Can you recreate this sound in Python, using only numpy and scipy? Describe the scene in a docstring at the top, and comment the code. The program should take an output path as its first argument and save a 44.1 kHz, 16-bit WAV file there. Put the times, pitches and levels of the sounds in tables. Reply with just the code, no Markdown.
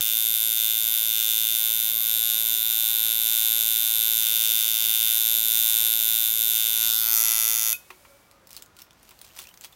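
"""A coil tattoo machine buzzes close by over a wooden workbench, its tip held against a thumbnail.
The armature strikes the coils 112 times a second, exciting the resonances of frame and tube; each
press on the nail brakes it a little and shifts its timbre. Near 7 s the tip lifts and the tone opens up.
At 7.7 s the power is cut, and the spring chatters and rings out. The machine is then turned over:
its plastic cord sleeve crinkles, the bench is knocked and the cord's wire clip taps the frame."""
import sys
import numpy as np
from scipy import signal
from scipy.fft import rfft, irfft
from scipy.io import wavfile
from scipy.ndimage import uniform_filter1d

SR = 44100
rng = np.random.default_rng(int(sys.argv[2]) if len(sys.argv) > 2 else 0)


def inscribe(sig):
    """Save sig as 16-bit PCM at rate SR to the path in sys.argv[1].

    A 1-D sig is mono; a 2-D sig holds one channel per row.
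    Samples are clipped to [-1, 1] before scaling.
    """
    pcm = np.round(np.clip(np.atleast_2d(sig).T, -1, 1) * 32767)
    wavfile.write(sys.argv[1], SR, pcm.astype(np.int16))


N = 429975
TIME = np.arange(N) / SR
POWER_OFF_S = 7.732


def from_db(db):
    """Amplitude ratio of a level in decibels."""
    return np.exp(np.asarray(db) * (np.log(10) / 20))


def unit_rms(x):
    """Normalisation to unit power."""
    return x / np.sqrt(np.mean(x ** 2) + 1e-20)


def in_time(rows):
    """Linear interpolation of (time, values...) rows at every sample."""
    times, *columns = np.transpose(rows)
    return [np.interp(TIME, times, column) for column in columns]


def drift(per_s):
    """Random modulation: Gaussian values joined by straight lines."""
    count = int(per_s * N / SR) + 3
    return np.interp(TIME * per_s, np.arange(count), rng.standard_normal(count))


def swells(rows, rise_share=0.47, depth_db=19.5):
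    """Exponential growth and decay about each (time, level, duration) peak; overlaps add in power."""
    power = 0
    for s, db, length in rows:
        distance = np.maximum((s - TIME) / rise_share, (TIME - s) / (1 - rise_share)) / length
        power = power + from_db(db - depth_db * np.minimum(distance, 10)) ** 2
    return np.sqrt(power)


def high_pass(x, hz, order=3):
    """Butterworth high-pass filter."""
    return signal.sosfilt(signal.butter(order, hz, "high", fs=SR, output="sos"), x)


def coloured(x, spectrum):
    """Minimum-phase filter of unit power gain, shaped by (frequency, level) rows."""
    hz, db = np.transpose(spectrum)
    grid = np.linspace(1, SR / 2, 2049)
    cepstrum = irfft(np.log(from_db(np.interp(np.log(grid), np.log(hz), db))))
    cepstrum[1:len(grid) - 1] *= 2
    cepstrum[len(grid):] = 0
    response = irfft(np.exp(rfft(cepstrum)))
    return signal.fftconvolve(x, response / np.linalg.norm(response))[:N]


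def resonance(x, hz, width_hz):
    """Forced response of a two-pole resonator with unit peak gain."""
    r = np.exp(-np.pi * width_hz / SR)
    feedback = [1, -2 * r * np.cos(2 * np.pi * hz / SR), r * r]
    return signal.lfilter(np.array([1, 0, -1]) * (1 - r * r) / 2, feedback, x + 1e-18)


def ring(force, modes):
    """Modal superposition: an impulse starts one damped sinusoid per (frequency, level, T60) row."""
    out = 0
    for k, (hz, db, t60) in enumerate(modes):
        r, w = from_db(-60 / (t60 * SR)), 2 * np.pi * hz / SR
        mode = signal.lfilter([0, np.sin(w)], [1, -2 * r * np.cos(w), r * r], force + 1e-18)
        out = out + (-1) ** k * from_db(db) * mode
    return out


def impulses(times, heights):
    """Band-limited impulses: windowed sinc pulses placed between the samples."""
    centres = np.asarray(times)[:, None] * SR
    taps = centres.astype(int) + np.arange(-7, 9)
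    shape = np.sinc(taps - centres) * np.sinc((taps - centres) / 8)
    out = np.zeros(N)
    np.add.at(out, np.clip(taps, 0, N - 1), shape * np.asarray(heights)[:, None])
    return out


# Spectrum of the workshop air: (frequency [Hz], relative density [dB])
AIR_SPECTRUM = [(20, -30), (45, -1), (70, -2.5), (120, -5.5), (400, -9.5), (1000, -9), (1600, -13),
                (2800, -18), (6000, -23), (16000, -43)]
# Swells of low rumble: (time [s], peak level [dB], duration [s])
RUMBLE_SWELLS = [(4.65, -67, 1.6), (5.7, -60, 2.5), (8.7, -70, 5.5)]
# Envelope of a faint hiss: (time [s], level before filtering [dB])
HISS_LEVELS = [(7.6, -54), (8.15, -58.5), (8.4, -68), (8.95, -73.5), (9.1, -63), (9.75, -63.5)]
def background(air_db=-60):
    """Ambient noise: steady air, swelling rumble and hiss add as incoherent sources."""
    air = from_db(air_db) * coloured(rng.standard_normal(N), AIR_SPECTRUM)
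    rumble_spectrum = [(20, -17), (48, -6), (130, -12), (280, -10), (600, -19), (2000, -42.5)]
    rumble = swells(RUMBLE_SWELLS) * coloured(rng.standard_normal(N), rumble_spectrum)
    hiss = from_db(in_time(HISS_LEVELS)[0]) * high_pass(rng.standard_normal(N), hz=2480, order=1)
    return high_pass(air + rumble, hz=36, order=4) + hiss


# Faint tones: (start [s], duration [s], first pitch [Hz], middle pitch [Hz], last pitch [Hz], level [dB])
TONE_GLIDES = [(7.75, 0.66, 2150, 2297, 2290, -66), (7.698, 0.973, 567.6, 559.8, 507, -64),
               (7.798, 0.59, 1390, 1379, 1393, -69.5), (8.248, 0.24, 1150, 1249, 1298, -63),
               (8.398, 0.657, 1400, 1423, 1404, -66), (8.499, 0.345, 1255, 1263, 1253, -69),
               (9.22, .6, 13200, 14500, 13000, -60.5)]
def faint_tones(blur_at_1khz_per_s):
    """Narrow-band noise: random modulation blurs thin tones that swell, glide and fade."""
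    out = np.zeros(N)
    for s, length, first, middle, last, db in TONE_GLIDES:
        span = (TIME > s) & (TIME < s + length)
        progress = (TIME[span] - s) / length
        hz = np.polyval(np.polyfit([0, .5, 1], [first, middle, last], 2), progress)
        phase = 2 * np.pi * np.cumsum(hz) / SR
        per_s = blur_at_1khz_per_s * np.sqrt(middle / 1000)
        tone = drift(per_s)[span] * np.sin(phase) + drift(per_s)[span] * np.cos(phase)
        out[span] += from_db(db) * np.sin(np.pi * progress) * tone
    return out


def room(x, t60_s=0.18, level_db=-10.5, delay_s=0.004):
    """Reverberation: a thin, diffuse tail decays exponentially after the nearest walls answer."""
    age = TIME[:SR // 2]
    tail = rng.standard_normal(len(age)) * from_db(-60 * age / t60_s) * (age > delay_s)
    treble = high_pass(x, hz=2225, order=1)
    return from_db(level_db) * signal.fftconvolve(treble, tail / np.linalg.norm(tail))[:N]


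# Knocks on the bench: (time [s], relative level [dB])
BENCH_KNOCKS = [(7.904, -45), (8.049, -57), (8.865, -68), (9.112, -56.5), (9.391, -53), (9.644, -63)]
# Modes of the bench top: (frequency [Hz], relative level [dB], T60 [s])
BENCH_MODES = [(368, -2, 0.29), (942, 3.5, 0.118), (1071, 7, 0.069), (1433, -1, 0.082), (1782, -7.5, 0.049),
               (2465, 5, 0.072)]
def bench_knocks(wood_db, crack_db, crack_s):
    """Impact excitation: each knock rings the modes of the wood under a dull crack."""
    times, db = np.transpose(BENCH_KNOCKS)
    hits = impulses(times, from_db(db))
    envelope = signal.lfilter([1], [1, -np.exp(-1 / (crack_s * SR))], hits)
    crack_spectrum = [(200, -17.5), (1000, 1.5), (2800, -1), (5000, -12), (15000, -16)]
    crack = coloured(envelope * rng.standard_normal(N), crack_spectrum)
    return from_db(wood_db) * ring(hits, BENCH_MODES) + from_db(crack_db) * crack


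# Taps of the cord's wire clip: (time [s], ring level [dB], frequency [Hz])
CLIP_TAPS = [(9.304, -47, 2700), (9.311, -49, 3000), (9.4535, -42, 2500), (9.4712, -42, 2700),
             (9.484, -47, 3100), (9.512, -47, 3000), (9.729, -44, 3550)]
def clip_clinks(t60_s, tick_db):
    out = 0
    for s, db, hz in CLIP_TAPS:
        tick = high_pass(impulses([s], [from_db(db + tick_db)]), hz=2000, order=1)
        out = out + tick + ring(impulses([s], [1]), [(hz, db, t60_s)])
    return out


# Hand movements on the sleeve: (time [s], peak level [dB], duration [s])
HAND_MOVES = [(8.568, -51.5, 0.194), (8.805, -49.5, 0.11), (9.075, -56.5, 0.356), (9.25, -51.5, 0.162),
              (9.40, -47, 0.21), (9.647, -41, 0.058), (9.74, -62, 0.14)]
# Spectrum of the rustle: (frequency [Hz], relative density [dB])
RUSTLE_SPECTRUM = [(180, -38), (300, -7), (546, -17), (584, -5.5), (1040, -1), (1660, -3), (2740, 2),
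                   (7000, -0.5), (10700, -6.5), (14000, 0), (16000, -11)]
def sleeve_rustle(creases_per_s, spread_db, slide_db):
    """Shot noise and friction: tiny creases flip over the hiss of fingers sliding on plastic."""
    sizes = from_db(spread_db * np.minimum(rng.exponential(1, N), 4)) * rng.choice([-1, 1], N)
    creases = unit_rms(sizes * (rng.random(N) < creases_per_s / SR))
    sliding = from_db(slide_db) * rng.standard_normal(N)
    return coloured(swells(HAND_MOVES) * unit_rms(creases + sliding), RUSTLE_SPECTRUM)


# Loudest snaps of the sleeve: (time [s], relative level [dB], treble shelf [dB], ring frequency [Hz])
CREASE_SNAPS = [(8.313, -44, 1, 5000), (8.4717, -44, 5, 5500), (8.492, -47, 3, 5000),
                (8.5063, -40, 2.5, 5500), (8.514, -42, 2, 5800), (8.53, -39, 4, 5200),
                (8.549, -42, 3, 5000), (8.566, -34.5, 7, 4300), (8.575, -36, 2, 4400),
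                (8.623, -34.5, 4, 7200), (8.661, -46, -2.5, 6800), (8.767, -45, 5, 7100),
                (8.7888, -40, -1, 5000), (8.819, -40, 7, 5320), (8.908, -42, -14, 3500),
                (8.931, -48, -3, 6800), (9.03, -45, 1, 9500), (9.0915, -42, 1, 2900),
                (9.109, -44, 3.5, 2700), (9.19, -45, 3.5, 4500), (9.215, -35, 0, 9400),
                (9.248, -44, 4, 5000), (9.364, -39, -2, 5000), (9.368, -38, -2, 5000),
                (9.3745, -35, -3, 5000), (9.3895, -28, 1, 3500), (9.397, -37, 1, 3000),
                (9.402, -36, 0, 4500), (9.419, -36.5, -1, 8500), (9.427, -38, 0, 4000),
                (9.439, -38, 0, 4500), (9.471, -41, 0, 5500), (9.4895, -40, 0, 3000),
                (9.541, -39, -4, 5000), (9.5747, -42, 1, 6000), (9.6107, -35.5, 1, 7480),
                (9.62, -42, -3, 4500), (9.639, -35, -3, 4000), (9.646, -27.5, -5, 3220),
                (9.653, -35, -4, 3500), (9.725, -44, -4, 3400)]
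# Spectrum of the snaps: (frequency [Hz], relative density [dB])
SNAP_SPECTRUM = [(290, -32.5), (500, -11), (1190, -3), (1600, -8), (2650, -1.5), (4280, -1), (7100, -2),
                 (10800, -2), (14700, -2.5), (16000, 3.5)]
def sleeve_snaps(gain_db, fade_s, tail_db, tail_s, ring_db):
    """Buckling: a crease flips with a crack and a short tail, ringing its own patch of plastic."""
    out, age = np.zeros(N), TIME[:SR // 20]
    envelope = np.exp(-age / fade_s) + from_db(tail_db) * np.exp(-age / tail_s)
    for s, db, treble_db, ring_hz in CREASE_SNAPS:
        burst = rng.standard_normal(len(age)) * envelope
        burst = burst + from_db(ring_db) * resonance(burst, ring_hz, width_hz=345)
        burst = burst + (from_db(treble_db) - 1) * high_pass(burst, hz=6020, order=1)
        start = int(s * SR)
        out[start:start + len(age)] += from_db(db + gain_db) * burst[:N - start]
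    return coloured(out, SNAP_SPECTRUM)


# Long-lived modes of the steel frame: (frequency [Hz], level [dB], T60 [s])
FRAME_MODES = [(1450, -45, 0.254), (3070, -51, 0.23), (3591, -44, 0.33)]
def run_down(spring_hz, squeal_db, squeal_s, ramp_s, spring_db, spring_t60_s):
    """Chatter, then free decay: the spring squeals on the contact screw, and spring and frame ring on."""
    age = np.maximum(TIME - POWER_OFF_S, 0)
    envelope = (1 - np.exp(-age / ramp_s)) * np.exp(-np.maximum(age - squeal_s, 0) / ramp_s)
    squeal = from_db(squeal_db) * envelope * np.sqrt(2) * np.sin(2 * np.pi * spring_hz * age)
    modes = FRAME_MODES + [(spring_hz, spring_db, spring_t60_s)]
    return squeal + ring(impulses([POWER_OFF_S], [1]), modes)


# Presses on the nail: (start [s], duration [s], slowing [Hz], frame gain [dB], needle pressure [1])
NAIL_PRESSES = [(-.05, 0.19, 0.55, -0.5, 1.1), (0.57, 0.21, 0.551, 0.5, 0.63),
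                (1.082, 0.46, 0.645, 0.2, 0.94), (1.916, 0.1466, 0.53, -4, -0.66),
                (2.417, 0.052, 0.63, -2, -0.45), (4.221, .9, .48, 0.47, 0.92),
                (6.309, 0.083, 0.39, -2.5, -0.41), (6.536, 0.232, 0.43, 0.6, 0.76)]
def nail_loading(ramp_s=0.082):
    """Mechanical loading: slowing, frame gain and needle pressure ramp in and out with each press."""
    curves = 0
    for s, length, *effects in NAIL_PRESSES:
        contact = np.clip(np.minimum(TIME - s, s + length - TIME) / ramp_s + .5, 0, 1)
        curves = curves + np.outer(effects, contact)
    return curves


def grip_level(pressure, lift, resting_db, pressed_db, lifted_db):
    """Linear blend in decibels of three boundary conditions: tip resting, pressed and lifted."""
    return (1 - lift) * (resting_db + pressure * (pressed_db - resting_db)) + lift * lifted_db


# Armature harmonics: (harmonic number, resting level [dB], pressed level [dB], lifted level [dB])
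HUM_HARMONICS = [(1, -61, -61, -61.5), (2, -68, -73.5, -75.5), (3, -72.5, -71.5, -72), (4, -66, -63.5, -63),
                 (5, -64, -69.5, -71), (6, -67, -69, -65), (7, -74, -73, -80)]
def armature_hum(cycles, pressure, lift, waver_db=1.4, fade_s=0.029):
    """Periodic motion radiates a harmonic series; the overtones fade and return with the grip."""
    out = 0
    for harmonic, *levels in HUM_HARMONICS:
        db = grip_level(pressure, lift, *levels) + waver_db * (harmonic > 1) * drift(3)
        out = out + from_db(db) * np.sin(2 * np.pi * (harmonic * cycles + rng.random()))
    return np.sqrt(2) * out * np.exp(-np.maximum(TIME - POWER_OFF_S, 0) / fade_s)


def levelled(buzz):
    """Gain control holds the running buzz at unit rms, then freezes so that its ring-out can fade."""
    power = uniform_filter1d(buzz ** 2, size=2756, mode="mirror")   # seven cycles
    held = np.interp(np.minimum(TIME, POWER_OFF_S - .04), TIME, power)
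    return buzz / np.sqrt(np.abs(held) + 1e-20)


def gripped(x, peaks, pressure, lift, finger_db, shifts_per_s=11):
    """Resonances and antiresonances in cascade follow the grip and waver as the fingers shift."""
    block = 32   # samples per gain step
    pressure, lift = pressure[::block], lift[::block]
    waver_db = finger_db * (1 + 2 * np.sqrt(np.abs(np.sin(np.pi * lift))))   # greatest in mid-lift
    for hz, width_hz, *levels in peaks:
        gain = from_db(grip_level(pressure, lift, *levels) + waver_db * drift(shifts_per_s)[::block])
        x = x + np.repeat(gain - 1, block)[:N] * resonance(x, hz, width_hz)
    return levelled(x)


# Gliding peaks and dips: (start [s], duration [s], from [Hz], to [Hz], bandwidth [Hz], gain [dB])
MOTION_SWEEPS = [(6.75, 0.53, 1380, 1300, 180, 5.5), (6.86, 0.16, 1800, 2750, 500, -14),
                 (6.95, .3, 2740, 3000, 360, -18.5), (6.93, 0.35, 3600, 3560, 350, -4.5),
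                 (6.8, .4, 4900, 4700, 700, 6.5), (6.85, .3, 10300, 9200, 1300, -8),
                 (6.77, .34, 14900, 14700, 1500, -4), (7.08, 0.18, 13600, 15200, 600, 9),
                 (7.14, .26, 15000, 13500, 1200, -11), (7.33, .6, 11100, 10900, 900, -2.5)]
def swept(buzz):
    """Time-varying filtering: peaks and dips glide through the buzz as the machine moves in the air."""
    out = buzz.copy()
    for s, length, first, last, width_hz, db in MOTION_SWEEPS:
        span = (TIME > s) & (TIME < s + length)
        progress = (TIME[span] - s) / length
        carrier = np.exp(2j * np.pi * np.cumsum(first + (last - first) * progress) / SR)
        r = np.exp(-np.pi * width_hz / SR)
        band = np.real(carrier * signal.lfilter([1 - r, 1 - r], [1, -r], out[span] / carrier))
        out[span] += (from_db(db * np.sin(np.pi * progress)) - 1) * band
    return out


# Reflections off fingers and bench: (delay [s], polarity [+1 or -1])
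REFLECTION_PATHS = [(.00093, -1), (.00147, 1), (.00205, 1)]
def with_reflections(treble, lift, still_db, lifted_db, sway_s):
    """Comb filtering: short echoes interfere with the treble; their paths sway more once lifted."""
    freedom = np.sqrt(np.minimum(4 * lift, 1))
    gain = from_db(still_db + (lifted_db - still_db) * freedom)
    sway = sway_s * (.12 + freedom * (1 - .6 * lift))
    oversampled = signal.resample_poly(treble, 4, 1)
    echoes = 0
    for delay, polarity in REFLECTION_PATHS:
        emitted_s = TIME - delay - sway * drift(9)
        echoes = echoes + polarity * np.interp(emitted_s * 4 * SR, np.arange(4 * N), oversampled)
    return (treble + gain * echoes) / np.sqrt(1 + len(REFLECTION_PATHS) * gain ** 2)


def needle_rattle(hits, rattle_db, fade_s):
    """Impact-driven noise: the needle rubs and rattles in its tube as each strike's energy decays."""
    r = np.exp(-1 / (fade_s * SR))
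    energy = signal.lfilter([1 - r], [1, -r], hits ** 2 + 1e-18)
    return from_db(rattle_db) * np.sqrt(energy) * rng.standard_normal(N)


# Tube and needle peaks and dips: (frequency [Hz], bandwidth [Hz], resting [dB], pressed [dB], lifted [dB])
TUBE_RESONANCES = [(4460, 850, -10.5, -4, -24), (5820, 230, -7.5, -8, 0.5), (6170, 980, 5, 6, 13.5),
                   (6860, 400, -9.5, -11, 0), (7080, 402, 8, 5.5, 1.5), (7820, 580, -4, -5.5, -2.5),
                   (8760, 590, 4.5, 2, 3), (9790, 470, 5.5, 4, 6), (10170, 460, -6.5, -6, 3),
                   (11350, 300, 2.5, -1.5, 16), (11740, 756, 13, 11.5, 4), (12440, 370.0, 4.5, 0.5, 0.5),
                   (12960, 250, 2.5, -3, 7), (13600, 570, 10, 9, 8), (14630, 460.0, 5, -6, -5),
                   (14900, 400, 5.5, 10.5, 15.5)]
def tube(hits, pressure, lift):
    """Resonant filtering: tube and needle colour the sharp edge of each strike."""
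    return gripped(high_pass(hits, hz=4420, order=2), TUBE_RESONANCES, pressure, lift, finger_db=0.8)


# Frame peaks and dips: (frequency [Hz], bandwidth [Hz], resting [dB], pressed [dB], lifted [dB])
FRAME_RESONANCES = [(906, 44, 13, 13.5, 7.5), (1105, 89, 1, -15, 0), (1250, 71, -5, 4.5, 2),
                    (1336, 70, -5, -5.5, 6), (1486.5, 54.4, 18, 18, 4.5), (1846, 690, -15.5, -21, -24),
                    (2020, 49, -2.5, 1, 10.5), (2120, 150, 6.5, 3.5, -14.5), (2950, 305, 7, 9, -6.5),
                    (3586, 96, 20, 19.5, 13), (3920, 490, 8, 8.5, -8)]
def steel_frame(hits, pressure, lift):
    """Forced vibration of a frame too heavy to follow the top treble and too small to radiate bass."""
    inertia = signal.butter(3, 4200, fs=SR, output="sos")
    force = signal.sosfilt(inertia, high_pass(hits, hz=2445, order=2))
    return gripped(high_pass(force, hz=700, order=4), FRAME_RESONANCES, pressure, lift, finger_db=0.45)


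def strikes(cycles, jitter_s, uneven_db, rebound_db, rebound_s, contact_db, contact_s, wander_s):
    """Impulse train: each cycle the armature hits the core, rebounds, then ticks on the contact screw."""
    times = np.interp(np.arange(1, int(cycles[-1])), cycles, TIME)
    times = times[times < POWER_OFF_S]
    scatter = rng.standard_normal((len(times), 4))
    times = times + jitter_s * scatter[:, 0]
    force = from_db(uneven_db * scatter[:, 1])
    wander = wander_s * drift(2.5)[(times * SR).astype(int)]   # the grip shifts the later contacts
    rebound_times = times + rebound_s + wander / 2 + 2 * jitter_s * scatter[:, 2]
    contact_times = times + contact_s + wander + 4 * jitter_s * scatter[:, 3]
    rebound = high_pass(impulses(rebound_times, force * from_db(rebound_db)), hz=8600, order=2)
    contact = high_pass(impulses(contact_times, force * from_db(contact_db)), hz=10510)
    return impulses(times, force) + rebound + contact


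# Speed of the unbraked armature: (time [s], strike rate [Hz])
STRIKE_RATE = [(0, 111.75), (1.85, 112.05), (2.25, 112.5), (3.3, 112.22), (6.6, 112.3), (7.08, 112.7),
               (7.2, 112.2), (7.73, 112)]
# Vibration of the two radiating parts: (time [s], frame level [dB], tube level [dB])
PART_LEVELS = [(0, -29.5, -23), (2.7, -28.5, -23.5), (3.1, -27.5, -23), (6.56, -27.5, -22),
               (6.75, -27.5, -23), (6.95, -28.5, -21), (7.17, -31, -21.5), (7.33, -29.5, -21),
               (7.7, -32.5, -22.5)]
# Position of the tip: (time [s], lift [0 on the nail, 1 clear])
TIP_LIFT = [(6.68, 0), (6.93, .22), (7.13, .6), (7.18, 1)]
def machine(rattle_in_frame_db=-8, tube_press_share=0.45):
    """Source and filter: strikes and rattle excite frame and tube, whose resonances follow the grip."""
    slowing_hz, press_db, pressure = nail_loading()
    cycles = np.cumsum(in_time(STRIKE_RATE)[0] - slowing_hz) / SR
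    lift = np.clip(in_time(TIP_LIFT)[0], 0, 1)
    hits = strikes(cycles, jitter_s=3.6e-6, uneven_db=0.5, rebound_db=-19.5, rebound_s=0.00255,
                   contact_db=-24.5, contact_s=0.0051, wander_s=6e-5)
    rattle = needle_rattle(hits, rattle_db=-12.5, fade_s=0.0015)
    frame_db, tube_db = in_time(PART_LEVELS)
    tremor_db = 0.51 * drift(per_s=9.2)   # the unsteady hand
    frame = steel_frame(hits + from_db(rattle_in_frame_db) * rattle, pressure, lift)
    frame *= from_db(frame_db + press_db + tremor_db)
    treble = tube(hits + rattle, pressure, lift)
    treble = with_reflections(treble, lift, still_db=-17, lifted_db=-12, sway_s=3.5e-5)
    treble *= from_db(tube_db + tube_press_share * press_db + tremor_db)
    return swept(frame + treble) + armature_hum(cycles, pressure, lift)


def scene():
    """Superposition of handling and machine, their reverberation and the background."""
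    direct = sleeve_rustle(creases_per_s=900, spread_db=4, slide_db=-6)
    direct += sleeve_snaps(gain_db=1.7, fade_s=0.00078, tail_db=-8, tail_s=0.0056, ring_db=4)
    direct += clip_clinks(t60_s=0.023, tick_db=6)
    direct += bench_knocks(wood_db=-4.5, crack_db=5, crack_s=0.011)
    direct += machine()
    direct += run_down(spring_hz=2544, squeal_db=-32.5, squeal_s=0.022, ramp_s=0.0029,
                       spring_db=-53, spring_t60_s=0.66)
    return (direct + room(direct) + background() + faint_tones(blur_at_1khz_per_s=70.2))[None]


def record(dry):
    """Band limiting: a steep elliptic low-pass removes the top treble."""
    cutoff_hz = 15950
    return signal.sosfilt(signal.ellip(12, .1, 80, cutoff_hz, fs=SR, output="sos"), dry)


dry = scene()
out = record(dry)
inscribe(out)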